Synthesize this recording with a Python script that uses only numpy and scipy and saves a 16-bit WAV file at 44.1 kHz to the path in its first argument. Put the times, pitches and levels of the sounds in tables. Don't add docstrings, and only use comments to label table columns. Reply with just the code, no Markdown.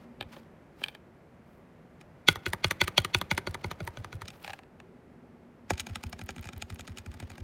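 import sys
import numpy as np
from scipy import signal
from scipy.fft import rfft, irfft, next_fast_len
from scipy.io import wavfile
from scipy.ndimage import map_coordinates

SR = 44100
rng = np.random.default_rng(int(sys.argv[2]) if len(sys.argv) > 2 else 0)


def pcm_store(signal):
    levels = np.round(np.clip(np.atleast_2d(signal), -1, 1) * 32767)
    wavfile.write(sys.argv[1], SR, levels.astype(np.int16).T)


N = 327663

USUAL_DB = -40
SECOND_KEY_S = 5


def amp(db):
    return 10 ** (np.asarray(db) / 20)


def unit(x):
    return x / np.sqrt(np.mean(x ** 2) + 1e-20)


def along(points, hz):
    f, v = np.transpose(points)
    return np.interp(np.log(hz + 1), np.log(f + 1), v)


def curve(rows):
    return np.interp(np.arange(N) / SR, *np.transpose(rows))


def add(track, s, x):
    start = max(round(s * SR), 0)
    part = track[start:start + len(x)]
    part += x[:len(part)]


def filtered(x, response):
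    m = next_fast_len(N + SR // 2)
    return irfft(rfft(x, m) * response(np.fft.rfftfreq(m, 1 / SR)), m)[:N]


def noise(response):
    return unit(filtered(rng.standard_normal(N), response))


def resonances(modes, hz):
    return sum(amp(level_db) * (hz * width) ** 2 / ((centre ** 2 - hz ** 2) ** 2 + (hz * width) ** 2)
               for centre, width, level_db in modes)


def gritty(size, grain_s=.0012):
    clumps = map_coordinates(rng.standard_normal(size), [np.arange(size) / (SR * grain_s)], order=1)
    return rng.standard_normal(size) * amp(5 * clumps)


# frequency_hz, density_db (per Hz)
AIR_SPECTRUM = [(25, -9.5), (70, -5.5), (110, -7), (170, -3), (230, -12), (295, -10), (360, -11.5),
                (575, -12.5), (950, -20), (2100, -26.5), (3600, -39.5), (7000, -46.5), (13600, -50.5),
                (16000, -59.5)]
# time_s, level_db
AIR_LEVEL = [(0, -54.5), (1.2, -56.5), (2.3, -55), (2.85, -52), (3.85, -52), (4.6, -56.5), (7.43, -57.5)]
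# centre_hz, width_hz, level_db
HUM_MODES = [(234.4, 32, -4), (373, 47, -12.5)]
# time_s, level_db
HUM_LEVEL = [(0, -55.5), (1, -64), (2, -64), (2.5, -72), (4.5, -73), (4.8, -58), (7.43, -55.5)]


def background(low_hz=60):
    air = noise(lambda hz: amp(along(AIR_SPECTRUM, hz)) * hz ** 2 / np.hypot(hz ** 2, low_hz ** 2))
    hum = noise(lambda hz: resonances(HUM_MODES, hz))
    return amp(curve(AIR_LEVEL)) * air + amp(curve(HUM_LEVEL)) * hum


# down_s, press_db, press_weight_db, crest_lag_s (until the push crests in the desk),
# up_s, release_db, release_weight_db
STROKES = [(2.286, -13.4, 2, .026, 2.3576, -42.5, 1), (2.4638, -30, 1, .026, 2.5333, -31.5, 0),
           (2.6447, -22, -1, .024, 2.7104, -28, -2), (2.8153, -19.5, -1, .023, 2.8793, -33, 0),
           (2.9799, -16.5, -2, .023, 3.0477, -32, 0), (3.147, -20.5, -2, .024, 3.214, -34.5, 3),
           (3.3135, -24.5, 0, .025, 3.3784, -30.5, 2), (3.472, -35.5, 3, .028, 3.5448, -39.5, 0),
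           (3.644, -37, 2, .025, 3.7134, -41, 2), (3.8047, -45, 3, .029, 3.8758, -40.5, 1),
           (3.9721, -46.5, -4, .033, 4.0457, -46.5, 0), (4.1283, -46, -4, .032, 4.2184, -45.5, 0),
           (5.7056, -31, 0, .03, 5.7975, -35, -7), (5.8682, -44.5, -2, .054, 5.9572, -37.5, 5),
           (6.0372, -43, -1, .034, 6.129, -43.5, 5), (6.1922, -50, 2, .05, 6.2907, -40, 7),
           (6.3635, -52, 1, .04, 6.4556, -52, 3), (6.533, -51.5, 0, .042, 6.623, -38, 0),
           (6.7021, -48, 0, .031, 6.7943, -48.5, 2), (6.877, -47.5, -1, .04, 6.9849, -46, -10),
           (7.062, -52, 4, .031, 7.141, -57, 1), (7.2016, -48, -1, .04, 7.3022, -52, 0),
           (7.381, -52.5, 5, .042, 7.47, -52, 0)]


def strokes_on(key):
    return [row for row in STROKES if (row[0] > SECOND_KEY_S) == key]


def presses(key):
    return [(down, db, weight) for down, db, weight, *_ in strokes_on(key)]


def releases(key):
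    return [(up, db, weight) for *_, up, db, weight in strokes_on(key)]


def held(start, end, attack_s=.025, release_s=.035):
    t = np.arange(N) / SR
    return np.exp(np.minimum(t - start, 0) / attack_s - np.maximum(t - end, 0) / release_s)


# start_s, length_s, rustle_db, swish_db
MOVES = [(0, .03, -67, -85), (.33, .05, -58, -72), (.8, .09, -60, -71), (1.48, .1, -82, -81.5),
         (4.34, .08, -64, -69.5), (4.45, .07, -54, -68)]
# rustle_db, swish_db
RUBBING = [(-65.5, -92), (-64.5, -85)]


def rubbing_gains():
    runs = [(presses(key)[0][0], releases(key)[-1][0], dbs) for key, dbs in enumerate(RUBBING)]
    moves = [(s, s + length, dbs) for s, length, *dbs in MOVES]
    powers = [np.outer(amp(dbs), held(start, end)) ** 2 for start, end, dbs in runs + moves]
    return np.sqrt(sum(powers))


# frequency_hz, density_db (per Hz)
SKIN_SPECTRUM = [(200, -40.5), (800, 5), (2500, 0.5), (5000, -7.5), (8000, -17), (13000, -18.5),
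                 (16000, -23)]


def rustle():
    skin = unit(filtered(gritty(N, grain_s=.007), lambda hz: amp(along(SKIN_SPECTRUM, hz))))
    return rubbing_gains()[0] * skin


# frequency_hz, density_db (per Hz)
AIRY_SPECTRUM = [(2000, -28.5), (5000, -9.5), (9000, -3.5), (13000, 2.5), (16000, -1)]


def swish():
    catches = map_coordinates(rng.standard_normal(N), [np.arange(N) * 150 / SR], order=1)
    hiss = noise(lambda hz: amp(along(AIRY_SPECTRUM, hz)))
    return rubbing_gains()[1] * unit(hiss * amp(3 * catches))


# frequency_hz, t60_s
ROOM_T60 = [(150, 0.75), (1000, 0.61), (4000, .25), (14000, 0.29)]


def room(x, wet_db):
    hz, t, z = signal.stft(rng.standard_normal(SR // 3), SR, nperseg=256)
    tail = signal.istft(z * amp(-60 * t / along(ROOM_T60, hz)[:, None]), SR, nperseg=256)[1]
    answer = amp(wet_db) * tail / np.linalg.norm(tail)
    answer[0] += 1
    return signal.fftconvolve(x, answer)


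def causal(gain):
    cepstrum = irfft(np.log(np.maximum(gain, gain.max() * 1e-3)))
    half = len(cepstrum) // 2
    return np.exp(rfft(cepstrum * np.r_[1, np.full(half - 1, 2), 1, np.zeros(half - 1)]))


# low_hz, high_hz
BANDS = [(170, 550), (550, 1600), (1600, 5000), (5000, 16000)]


def contact(modes, levels, chatter_db, chatter_t60, spread_db, lead_in_db, lead_in_s=0.004, lag_cycles=1.2,
            detune=0.011, bounce_s=0.0014, bounce_db=-1, lead_in_hz=4400, size=4096):
    t, hz = (np.arange(size) - size // 4) / SR, np.fft.rfftfreq(size, 1 / SR)
    chatter = unit(gritty(size) * (t > 0) * amp(-60 * abs(t) / chatter_t60))
    lead_in = unit(gritty(size) * (t < 0) * np.exp(-abs(t) / lead_in_s))
    bounces = unit(rng.standard_normal(size) * (t > 0) * np.exp(-abs(t) / bounce_s))
    blow = unit(1. * (t == 0))
    force = rfft(blow + amp(bounce_db) * bounces + amp(chatter_db) * chatter)
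    lead_in_gain = np.sqrt(resonances([(lead_in_hz, lead_in_hz, 0)], hz))
    force = force + amp(lead_in_db) * rfft(lead_in) * lead_in_gain
    struck = [(centre * (1 + detune * rng.normal()), width, db + spread_db * rng.normal())
              for centre, width, db in modes]
    gain = resonances(struck, hz)
    band_centres = np.sqrt(np.prod(BANDS, axis=1))
    for _ in range(2):
        energy = abs(force * gain) ** 2
        power = [2 * np.sum(energy[(hz > lo) & (hz < hi)]) / size / (SR * .01) for lo, hi in BANDS]
        correction_db = levels - 10 * np.log10(power)
        gain = gain * amp(along(np.c_[band_centres, correction_db], hz))
    dispersion = np.exp(-2j * np.pi * lag_cycles * np.log1p(hz / 100))
    return irfft(force * causal(gain) * dispersion, size)


WEIGHT_SHARE = [1, .6, 0, -.25]


def contacts(rows, modes, colour, chatter_db, chatter_t60, lead_in_db):
    track = np.zeros(N)
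    offset, growth = np.array(colour)
    for s, db, weight in rows:
        levels = USUAL_DB + offset + growth * (db - USUAL_DB) + weight * np.array(WEIGHT_SHARE)
        hit = contact(modes, levels, chatter_db, chatter_t60, spread_db=1.6, lead_in_db=lead_in_db)
        add(track, s - len(hit) // 4 / SR, room(hit, wet_db=-25))
    return track


# start_s, strength_db, weight_db
GRIP = [(0.2099, -35.5, 7), (0.226, -46.5, 8), (0.3652, -55, 22), (0.8174, -53, 22), (0.8389, -27.3, -15),
        (0.8616, -49, 8), (0.884, -40, -3), (0.9498, -48.5, 5)]
# centre_hz, width_hz, level_db
HOUSING = [(234, 84, -11), (367, 250, -15), (583, 100, -11.5), (830, 170, -9), (1250, 510, -14),
           (1706, 220, -7), (2380, 300, -4), (3150, 290, -7), (3670, 770, -13), (4465, 970, -21.5),
           (8460, 1800, -25), (12308, 3150, -28)]
# offset_db, growth_db per dB
CREAK = [(-16, -9, 0, -17.5), (1, 1, 1, .6)]


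def grip_creaks():
    return contacts(GRIP, HOUSING, CREAK, chatter_db=-5.5, chatter_t60=0.039, lead_in_db=-6)


# usual_db, growth_db per dB of extra strength, pitch_hz
DESK_PUSH = [(-32.5, .14, 99), (-31.5, .38, 90)]


def pushes(release_db=-42, release_lag_s=.021, pitch_scatter=.04, scatter_db=1):
    rows = []
    for key, (usual_db, growth, hz) in enumerate(DESK_PUSH):
        for down, db, _, lag, up, _, _ in strokes_on(key):
            rows.append((down + lag, usual_db + growth * (db - USUAL_DB), hz))
            rows.append((up + release_lag_s, release_db, hz))
    return [(s, db + scatter_db * rng.normal(), hz * (1 + pitch_scatter * rng.normal())) for s, db, hz in rows]


# crest_s, level_db, pitch_hz
BUMPS = [(0.219, -44, 105), (0.264, -47, 80), (4.502, -49, 99)]


def desk(rise_s=0.011, fall_s=0.0098, sag=0.25, sag_s=.016, sway_hz=48, sway_db=-14, sway_s=.016):
    track, t = np.zeros(N), np.arange(-SR // 15, SR // 8) / SR
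    swell = np.where(t < 0, np.exp(-.5 * (t / rise_s) ** 2), np.exp(1 - np.hypot(1, t / fall_s)))
    sway = amp(sway_db) * np.exp(-.5 * (t / sway_s) ** 2) * np.sin(2 * np.pi * sway_hz * t)
    for s, db, hz in pushes() + BUMPS:
        cycles = np.cumsum(hz * (1 - sag * np.tanh(t / sag_s))) / SR
        wave = swell * np.sin(2 * np.pi * (cycles + rng.random()))
        add(track, s + t[0], amp(db) * (wave + sway))
    return track


# start_s, strength_db, weight_db
CAP_TICKS = [(2.0122, -55.5, 6), (2.8398, -45, 4), (4.256, -55, 2), (4.283, -42.5, -5), (4.3039, -51, 2),
             (5.7358, -47, 0), (5.7794, -45, -3), (5.8045, -38.5, -12), (5.8963, -53.5, 12),
             (6.2143, -46.5, 8), (6.3064, -49, -8), (6.3824, -51.5, 12), (6.4278, -53, 4), (6.443, -51, 3),
             (6.4722, -51, -4), (6.4891, -45, 9), (6.8084, -48, -12), (6.9734, -46.5, 0), (7.225, -57, 22),
             (7.3174, -55, 8)]
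# centre_hz, width_hz, level_db
THIN_CAP = [(206, 120, -1), (387, 18, -14.5), (550, 88, -17.5), (720, 130, -11.5), (850, 100, -11),
            (1343, 276, -10), (1643, 190, -10), (1983, 200, -9.5), (2400, 280, -5), (3010, 595, -12.5),
            (3770, 738, -16.5), (4870, 1000, -21), (5440, 130, -19), (6624, 670, -17), (7392, 530, -28),
            (8070, 372, -24), (9130, 724, -23), (11200, 2000, -36.5), (13400, 3300, -34)]
# offset_db, growth_db per dB
TICK = [(-9, -7, 0, -6), (1, 1, 1, 1)]


def cap_ticks():
    return contacts(CAP_TICKS, THIN_CAP, TICK, chatter_db=-0.5, chatter_t60=.035, lead_in_db=-0.5)


# centre_hz, width_hz, level_db
PLATE = [(166.6, 68, 2.5), (355, 76, -0.5), (580, 130, -7.5), (810, 90, -11.5), (953, 130, -10.5),
         (1247, 160, -13.5), (1470, 100, -4), (2140, 330, -5.5), (2455, 330, -11), (2877, 43, -19.5),
         (3364, 352, -9.5), (3960, 110, -11.5), (4400, 140, -9.5), (4750, 169, -21), (6045, 965, -20),
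         (6883, 308, -27), (8217, 1366, -37), (9200, 502, -31), (10652, 1424, -30.5), (13400, 3475, -33)]
# centre_hz, width_hz, level_db
CAP = [(175, 95, -1), (375, 73, -0.5), (567, 160, -13), (944, 180, -9), (1239, 180, -2.5),
       (1580, 280, -12.5), (2010, 780, -0.5), (2320, 166, -14), (2901, 80, -14.5), (3325, 900, -3),
       (4200, 1000, -16), (4854, 531, -28), (6009, 325, -13.5), (7013, 1132, -26), (9100, 500, -16.5),
       (10550, 690, -24), (13105, 2739, -24)]
# offset_db, growth_db per dB
FIRM_PRESS = [(0, 1.3, 0, -12.5), (.49, .66, 1, .9)]
FIRM_RELEASE = [(-5.5, 3.5, 0, -6.5), (.85, .6, 1, .95)]


def first_key():
    down = contacts(presses(0), PLATE, FIRM_PRESS, chatter_db=-5, chatter_t60=0.034, lead_in_db=-0.5)
    up = contacts(releases(0), CAP, FIRM_RELEASE, chatter_db=-1, chatter_t60=0.032, lead_in_db=-1)
    return down + up


# centre_hz, width_hz, level_db
CASE = [(160, 45, 0), (235, 50, -5)]


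def boom(level_db=-46, attack_s=.006, decay_s=.035):
    t, envelope = np.arange(SR // 4) / SR, np.zeros(N)
    for down, *_ in STROKES:
        add(envelope, down, (1 - np.exp(-t / attack_s)) * np.exp(-t / decay_s))
    return amp(level_db) * envelope * noise(lambda hz: resonances(CASE, hz))


# frequency_hz, gain_db
RATTLE_SPECTRUM = [(300, -21.5), (1200, 3), (2500, 3), (4500, -2), (7000, -7.5), (9500, -2.5),
                   (14000, -10.5), (16000, -8.5)]


def rattle(first_db=-62, second_db=-69, force_share=0.6, scatter_db=3, from_s=0.0055, to_s=0.042,
           life_s=0.0028, count=11):
    track, t = np.zeros(N), np.arange(SR // 100) / SR
    for s, press_db, *_ in STROKES:
        db = (first_db if s < SECOND_KEY_S else second_db) + force_share * (press_db - USUAL_DB)
        for delay in rng.uniform(from_s, to_s, count):
            gain = amp(db + scatter_db * rng.normal())
            tick = unit(rng.standard_normal(len(t)) * np.exp(-t / life_s))
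            add(track, s + delay, gain * tick)
    return filtered(track, lambda hz: amp(along(RATTLE_SPECTRUM, hz)))


# start_s, strength_db, weight_db
NAIL_TICKS = [(2.4829, -52, 8), (3.851, -58, 4), (4.429, -58, 4), (6.097, -57, 2), (6.238, -61, 0),
              (6.262, -58, 2), (6.412, -58.5, 0), (6.5796, -54, 4), (6.7454, -55, 6)]
# centre_hz, width_hz, level_db
NAIL_MODES = [(3500, 3000, -12), (9200, 1500, -3), (13500, 5000, 0)]
# offset_db, growth_db per dB
NAIL = [(-18, -16, -10, 0), (1, 1, 1, 1)]


def nail_ticks():
    return contacts(NAIL_TICKS, NAIL_MODES, NAIL, chatter_db=-3, chatter_t60=.03, lead_in_db=-7)


# start_s, strength_db, weight_db
BRUSHED = [(4.4456, -42, -4), (4.4781, -42, 2), (4.4964, -46, 6), (4.5041, -43.5, 0), (4.5338, -41, -2),
           (4.5903, -52, 4), (4.6344, -62, 2), (4.8016, -52.5, 0)]
# centre_hz, width_hz, level_db
LOOSE_CAPS = [(230, 180, -17), (605, 180, -5), (770, 180, 8), (1255, 190, -12), (1690, 280, -6),
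              (2560, 920, -12), (4240, 1072, -18.5), (5500, 111, -24), (7150, 1517, -26.5),
              (8882, 580, -21), (12150, 3100, -35.5)]
# offset_db, growth_db per dB
BRUSH = [(-20, -1, 0, -14), (1, 1, 1, 1)]


def brushed_caps():
    return contacts(BRUSHED, LOOSE_CAPS, BRUSH, chatter_db=-2.5, chatter_t60=0.024, lead_in_db=-4)


# offset_db, growth_db per dB
LIGHT_PRESS = [(-1, 1.5, 0, -4.5), (1.25, 1.25, 1, 1)]
LIGHT_RELEASE = [(-9.5, -4.5, 0, -4.5), (.3, .55, 1, .85)]


def second_key():
    down = contacts(presses(1), THIN_CAP, LIGHT_PRESS, chatter_db=0, chatter_t60=0.03, lead_in_db=0)
    up = contacts(releases(1), THIN_CAP, LIGHT_RELEASE, chatter_db=1.5, chatter_t60=0.034, lead_in_db=2)
    return down + up


def loose_ticks(strength_db=-61, scatter_db=2.5, weight_db=3, weight_scatter_db=6, from_s=.015, to_s=.08, count=2):
    rows = []
    for down, _, _ in presses(1):
        for delay in rng.uniform(from_s, to_s, count):
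            strength = strength_db + scatter_db * rng.normal()
            rows.append((down + delay, strength, weight_db + weight_scatter_db * rng.normal()))
    return contacts(rows, THIN_CAP, TICK, chatter_db=-3, chatter_t60=.025, lead_in_db=-5)


def scene():
    hand = rustle() + swish() + grip_creaks() + cap_ticks() + nail_ticks() + brushed_caps()
    keys = first_key() + second_key() + rattle() + loose_ticks()
    return (background() + hand + desk() + keys + boom())[None]


def record(dry, top_hz=16000):
    return filtered(dry[0], lambda hz: np.clip((top_hz - hz) / 400 + .5, 0, 1))[None]


dry = scene()
out = record(dry)
pcm_store(out)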